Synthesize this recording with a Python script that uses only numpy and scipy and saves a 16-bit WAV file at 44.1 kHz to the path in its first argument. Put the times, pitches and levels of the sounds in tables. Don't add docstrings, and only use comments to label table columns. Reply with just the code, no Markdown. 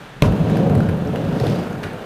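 import sys
import numpy as np
from scipy import signal
from scipy.fft import rfft, irfft, next_fast_len
from scipy.io import wavfile
from scipy.ndimage import uniform_filter1d

SR = 44100
rng = np.random.default_rng(int(sys.argv[2]) if len(sys.argv) > 2 else 0)


def transcribe(u):
    v = np.clip(np.atleast_2d(u).T, -1, 1)
    q = np.round(v * 32767).astype(np.int16)
    wavfile.write(sys.argv[1], SR, q)


N = 90404
T = np.arange(N) / SR


def from_db(db):
    return 10 ** (np.asarray(db) / 20)


def rms_one(x):
    return x / np.sqrt(np.mean(x ** 2) + 1e-20)


def level(rows):
    return from_db(np.interp(T, *np.transpose(rows)))


def at_hz(points, hz):
    freqs, values = np.transpose(points)
    return np.interp(np.log(hz), np.log(freqs), values)


def colour(x, points):
    size = 2 * next_fast_len(N)
    hz = np.maximum(np.fft.rfftfreq(size, 1 / SR), 10)
    gain = rms_one(from_db(at_hz(points, hz)))
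    cepstrum = irfft(np.log(gain + 1e-9))
    cepstrum[1:size // 2] *= 2
    cepstrum[size // 2 + 1:] = 0
    return irfft(rfft(x, size) * np.exp(rfft(cepstrum)))[:N]


def dying(start, t60):
    return (T >= start) * np.exp(-np.log(1000) * np.maximum(T - start, 0) / t60)


def ring(start, hz, t60):
    return np.sin(2 * np.pi * hz * (T - start)) * dying(start, t60)


def burst(start, t60):
    return rng.choice([-1, 1], N) * dying(start, t60)


def resonate(x, hz, q):
    peak = signal.iirpeak(hz, q, fs=SR)
    once = signal.lfilter(*peak, x + 1e-18)
    return rms_one(signal.lfilter(*peak, once + 1e-18))


def steady(x, span_s):
    return x / np.sqrt(uniform_filter1d(x ** 2, int(span_s * SR)) + 1e-9)


BUMPS_PER_S, GRIT_PER_S = 900, 5300
def grains(per_s, spread_db=1.5):
    sizes = from_db(spread_db * np.minimum(rng.exponential(1, N), 4))
    signs = rng.choice([-1, 1], N)
    return rms_one(sizes * signs * (rng.random(N) < per_s / SR))


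# frequency in Hz, relative level in dB.
WASH_TONE = [(18, -13), (30, 18), (81, -5.5), (140, 11.5), (256, -5), (443, 0), (1080, -12), (1510, -5.5),
             (1720, -2.5), (1910, -7), (2420, -12), (2620, -12.5), (3490, -13.5), (3880, -15.5),
             (5450, -25.5), (8720, -28), (15500, -51.5)]
def shed_wash():
    return from_db(-40) * rms_one(colour(rng.standard_normal(N), WASH_TONE))


# frequency in Hz, fade time in seconds.
SHED_FADES = [(100,0.23),(1000,0.88),(4000,0.52),(14000,0.15)]
def shed_response():
    edges = np.geomspace(40, 18000, 10)
    tail = 0
    for low, high in zip(edges, edges[1:]):
        bandpass = signal.butter(2, [low, high], "band", fs=SR, output="sos")
        band = signal.sosfilt(bandpass, rng.standard_normal(N))
        tail = tail + band * dying(0.0065, at_hz(SHED_FADES, np.sqrt(low * high)))
    walls = from_db(-2.5) * rms_one(burst(start=0.023, t60=0.15))
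    return rms_one(rms_one(tail) + walls) / np.sqrt(N)


def in_shed(x, shed, room_db):
    return x + from_db(room_db) * signal.fftconvolve(x, shed)[:N]


# start in seconds, level in dB.
CLACK_HITS = [(1.8321,-28.5),(1.838,-29)]
# frequency in Hz, relative level in dB.
CLACK_TONE = [(300,-13),(900,-6.5),(1550,6.5),(2300,-0.5),(3000,-3),(3700,-4.5),(5200,-12.5),(6300,-16),(9000,-17.5),(13000,-25),(16000,-28)]
def takeoff_clack(shed):
    knocks = sum(from_db(db) * burst(start, t60=0.059) for start, db in CLACK_HITS)
    return in_shed(colour(knocks, CLACK_TONE), shed, room_db=-4.5)


# start in seconds, level in dB, ring pitch in Hz, ring in dB above the click.
TICK_HITS = [(0.3228,-32,13100,-14),(0.4977,-30,3800,-23),(0.504,-35.5,6300,-12),(0.5696,-27,1620,-5),(.574,-39,6200,-11),(.697,-31,1460,6),(0.7516,-28,7800,-15),(.776,-34.5,1470,6.5),(0.8044,-29.5,1480,10),(.833,-41,6250,-15),(0.8885,-32,8600,-20),(.894,-33,1650,2),(1.073,-45,5770,4.5),(1.159,-29,2640,-3),(1.3996,-28,4300,-2),(1.4676,-29.5,3520,2),(1.498,-32,5200,-7),(1.729,-39,6250,-6),(1.932,-39.5,8400,-11)]
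# frequency in Hz, relative level in dB.
TICK_TONE = [(400,-26),(1000,-9),(1500,17),(2100,15),(3600,2),(5200,0.5),(6500,-6),(9000,-4),(13000,-4),(16000,-23)]
def wheel_ticks(shed):
    clicks = rings = 0
    for start, db, hz, ring_db in TICK_HITS:
        click = from_db(db) * burst(start, t60=0.019)
        clicks = clicks + click
        rings = rings + from_db(ring_db) * click.std() * resonate(click, hz, q=3.2)
    return in_shed(colour(clicks, TICK_TONE) + rings, shed, room_db=-9)


# frequency in Hz, relative level in dB.
SCRUB_TONE = [(1500,-26),(2500,-4),(3600,-8),(4700,3.5),(5600,-3),(6400,-8),(8000,-11),(13000,-16),(16000,-28)]
def wheel_scrub():
    peak_s, peak_db, rise_db_per_s, fall_db_per_s = 1.466, -43.5, 85, 60
    below_peak_db = np.maximum(rise_db_per_s * (peak_s - T), fall_db_per_s * (T - peak_s))
    return colour(grains(GRIT_PER_S), SCRUB_TONE) * from_db(peak_db - below_peak_db)


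# time in seconds, level in dB.
WHIRR_LEVELS = [(0,-43),(.21,-49.5),(.26,-40),(.4,-38),(.57,-41),(.8,-41),(1.02,-40),(1.25,-39.5),(1.5,-38),(1.65,-38),(1.78,-40),(2.05,-41.5)]
HISS_LEVELS = [(0,-50),(.21,-55),(.26,-44),(.4,-45.5),(.56,-41),(.7,-48.5),(.85,-46),(1.02,-51.5),(1.18,-45),(1.3,-47.5),(1.48,-40),(1.62,-46),(1.76,-55),(2.05,-48.5)]
# frequency in Hz, relative level in dB.
WHIRR_TONE = [(500,-21.5),(800,-2.5),(940,-1.5),(1150,-4.5),(1380,-1.5),(1600,-5.5),(2000,-15.5),(2700,-13),(4000,-31.5)]
HISS_TONE = [(1000,-22.5),(1900,4.5),(2500,3.5),(3000,4.5),(3700,2),(4500,-3.5),(5400,-9),(6300,-7.5),(7300,-14.5),(8400,-18.5),(10000,-17),(13200,-35),(15500,-25)]
def wheels_on_grit():
    whirr = colour(grains(GRIT_PER_S), WHIRR_TONE) * level(WHIRR_LEVELS)
    hiss = colour(grains(GRIT_PER_S), HISS_TONE) * level(HISS_LEVELS)
    return whirr + hiss


# time in seconds, level in dB.
ROAR_LEVELS = [(0,-45.5),(.212,-49.5),(.235,-22.5),(.33,-24.5),(.41,-26.5),(.52,-22.5),(.6,-20),(.72,-21),(.88,-25.5),(1.02,-29),(1.16,-24),(1.29,-27.5),(1.47,-21),(1.58,-26),(1.7,-30.5),(2.05,-33.5)]
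# frequency in Hz, relative level in dB.
ROAR_TONE = [(120,-24.5),(220,-2.5),(295,2.5),(355,0),(435,2.5),(490,2),(555,-0.5),(650,-2.5),(750,-3.5),(850,-13.5),(950,-14),(1200,-19.5),(2000,-58),(4000,-62.5)]
SKIN_NOTES = [(230, -9.5), (298, -14), (432, -11), (553, -11), (764, -21.5), (939, -26)]
def plywood_roar():
    shaking = colour(grains(BUMPS_PER_S), ROAR_TONE)
    bumps = grains(BUMPS_PER_S)
    notes = sum(from_db(db) * resonate(bumps, hz, q=15.4) for hz, db in SKIN_NOTES)
    return steady(shaking + notes, span_s=0.11) * level(ROAR_LEVELS)


# time in seconds, relative level in dB.
BOOM_LEVELS = [(0,-46),(.14,-62),(.212,-34.5),(.24,-17),(.3,-21.5),(.41,-21.5),(.45,-22.5),(.5,-19),(.56,-20.5),(.7,-18),(.82,-18.5),(.97,-24),(1.18,-24),(1.38,-24.5),(1.43,-32),(1.52,-19.5),(1.68,-30.5),(2.05,-41)]
# frequency in Hz, relative level in dB.
FRAME_TONE = [(20,-37.5),(48,-17.5),(68,-16),(105,-7.5),(130,-6),(160,-3),(182,-2.5),(205,-3.5),(232,-6.5),(290,-15.5),(420,-38),(900,-67)]
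def ramp_boom():
    hollow = steady(resonate(grains(BUMPS_PER_S), hz=158.1, q=6.2), span_s=0.066)
    frame = steady(colour(grains(BUMPS_PER_S), FRAME_TONE), span_s=0.038)
    return (from_db(0.5) * frame + from_db(-3.5) * hollow) * level(BOOM_LEVELS)


def rolling(shed, turns_per_s=26, throb_db=1):
    throb = from_db(throb_db * np.sin(2 * np.pi * (turns_per_s * T + rng.random())))
    ramp = ramp_boom() + plywood_roar()
    wheels = wheels_on_grit() + wheel_scrub()
    return ramp * throb + in_shed(wheels * throb, shed, room_db=-10.5)


# start in seconds, level in dB, panel pitch in Hz.
THUD_HITS = [(0.255,-7,101),(.283,-9.5,55.5),(0.301,-7.5,100),(.395,-3.5,164.7),(0.427,-9,110.3),(.492,-8,160),(.695,-11.5,152),(.76,-3,103.5),(0.881,-10,99),(0.913,-16,83),(1.251,-18,98),(1.409,-6,127),(1.469,-12.5,117),(1.768,-24,126),(1.844,-21,103),(1.955,-30,102)]
def weight_thuds(rise_s=0.01):
    thuds = 0
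    for start, db, hz in THUD_HITS:
        panel = ring(start, hz, t60=0.16)
        frame = from_db(-17) * ring(start, hz=49, t60=0.28)
        swell = np.clip((T - start) / rise_s, 0, 1)
        thuds = thuds + from_db(db) * (panel + frame) * swell
    return thuds


def plywood_snap(start, spread_s=0.002):
    t = np.clip(T - start, 0, spread_s)
    sweep = np.cos(np.pi * SR * t * (1 - t / (2 * spread_s)))
    return sweep * (T >= start) * (t < spread_s)


# pitch in Hz, relative level in dB, fade time in seconds.
RAMP_NOTES = [(50.8,-11,0.2),(81,-34,.2),(102,-32,0.1),(155.4,2,0.1),(178,-26,0.083),(282,-6.5,0.086),(412,-7,0.051),(590,-5.5,0.034),(955,-23.5,0.19),(997,-16.5,0.067),(1273,-29,0.067)]
# frequency in Hz, relative level in dB.
CRACK_TONE = [(300,-18),(1000,-13),(1700,-10),(2100,1),(2500,7.5),(3200,-1.5),(3850,6.5),(4600,-3),(5200,-24),(6200,0.5),(7200,-19),(8200,-11),(10000,-19.5),(12500,-14),(16000,-19)]
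ECHO_TONE = [(400,0.5),(1000,12),(1400,8),(1900,0),(2600,1.5),(4000,-7.5),(5200,-10),(6300,-11),(7500,-16.5),(13000,-20),(16000,-46)]
def wheel_slap(shed, start=0.2217, flex_lag_s=0.0012, echo_rise_s=0.037):
    notes = sum(from_db(db) * ring(start + flex_lag_s, hz, t60) for hz, db, t60 in RAMP_NOTES)
    blow = in_shed(from_db(-2.5) * notes, shed, room_db=-8.5)
    snap = from_db(-3) * plywood_snap(start)
    rattle = from_db(-6.5) * burst(start, t60=0.016)
    crack = from_db(-8) * colour(snap + rattle, CRACK_TONE)
    swell = np.clip((T - start) / echo_rise_s, 0, 1) ** .5 * dying(start, t60=0.21)
    echo = from_db(-26) * colour(rng.standard_normal(N) * swell / swell.max(), ECHO_TONE)
    return blow + crack + echo


def scene():
    shed = shed_response()
    wash = shed_wash()
    ride = rolling(shed) + wheel_slap(shed) + weight_thuds() + wheel_ticks(shed) + takeoff_clack(shed)
    return (wash + ride)[None]


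def record(dry, low_cut_hz=48, high_cut_hz=15150):
    trimmed = signal.sosfilt(signal.butter(2, low_cut_hz, "high", fs=SR, output="sos"), dry)
    rounded = trimmed / (1 + trimmed ** 6) ** (1 / 6)
    return signal.sosfilt(signal.ellip(11, .1, 90, high_cut_hz, fs=SR, output="sos"), rounded)


dry = scene()
out = record(dry)
transcribe(out)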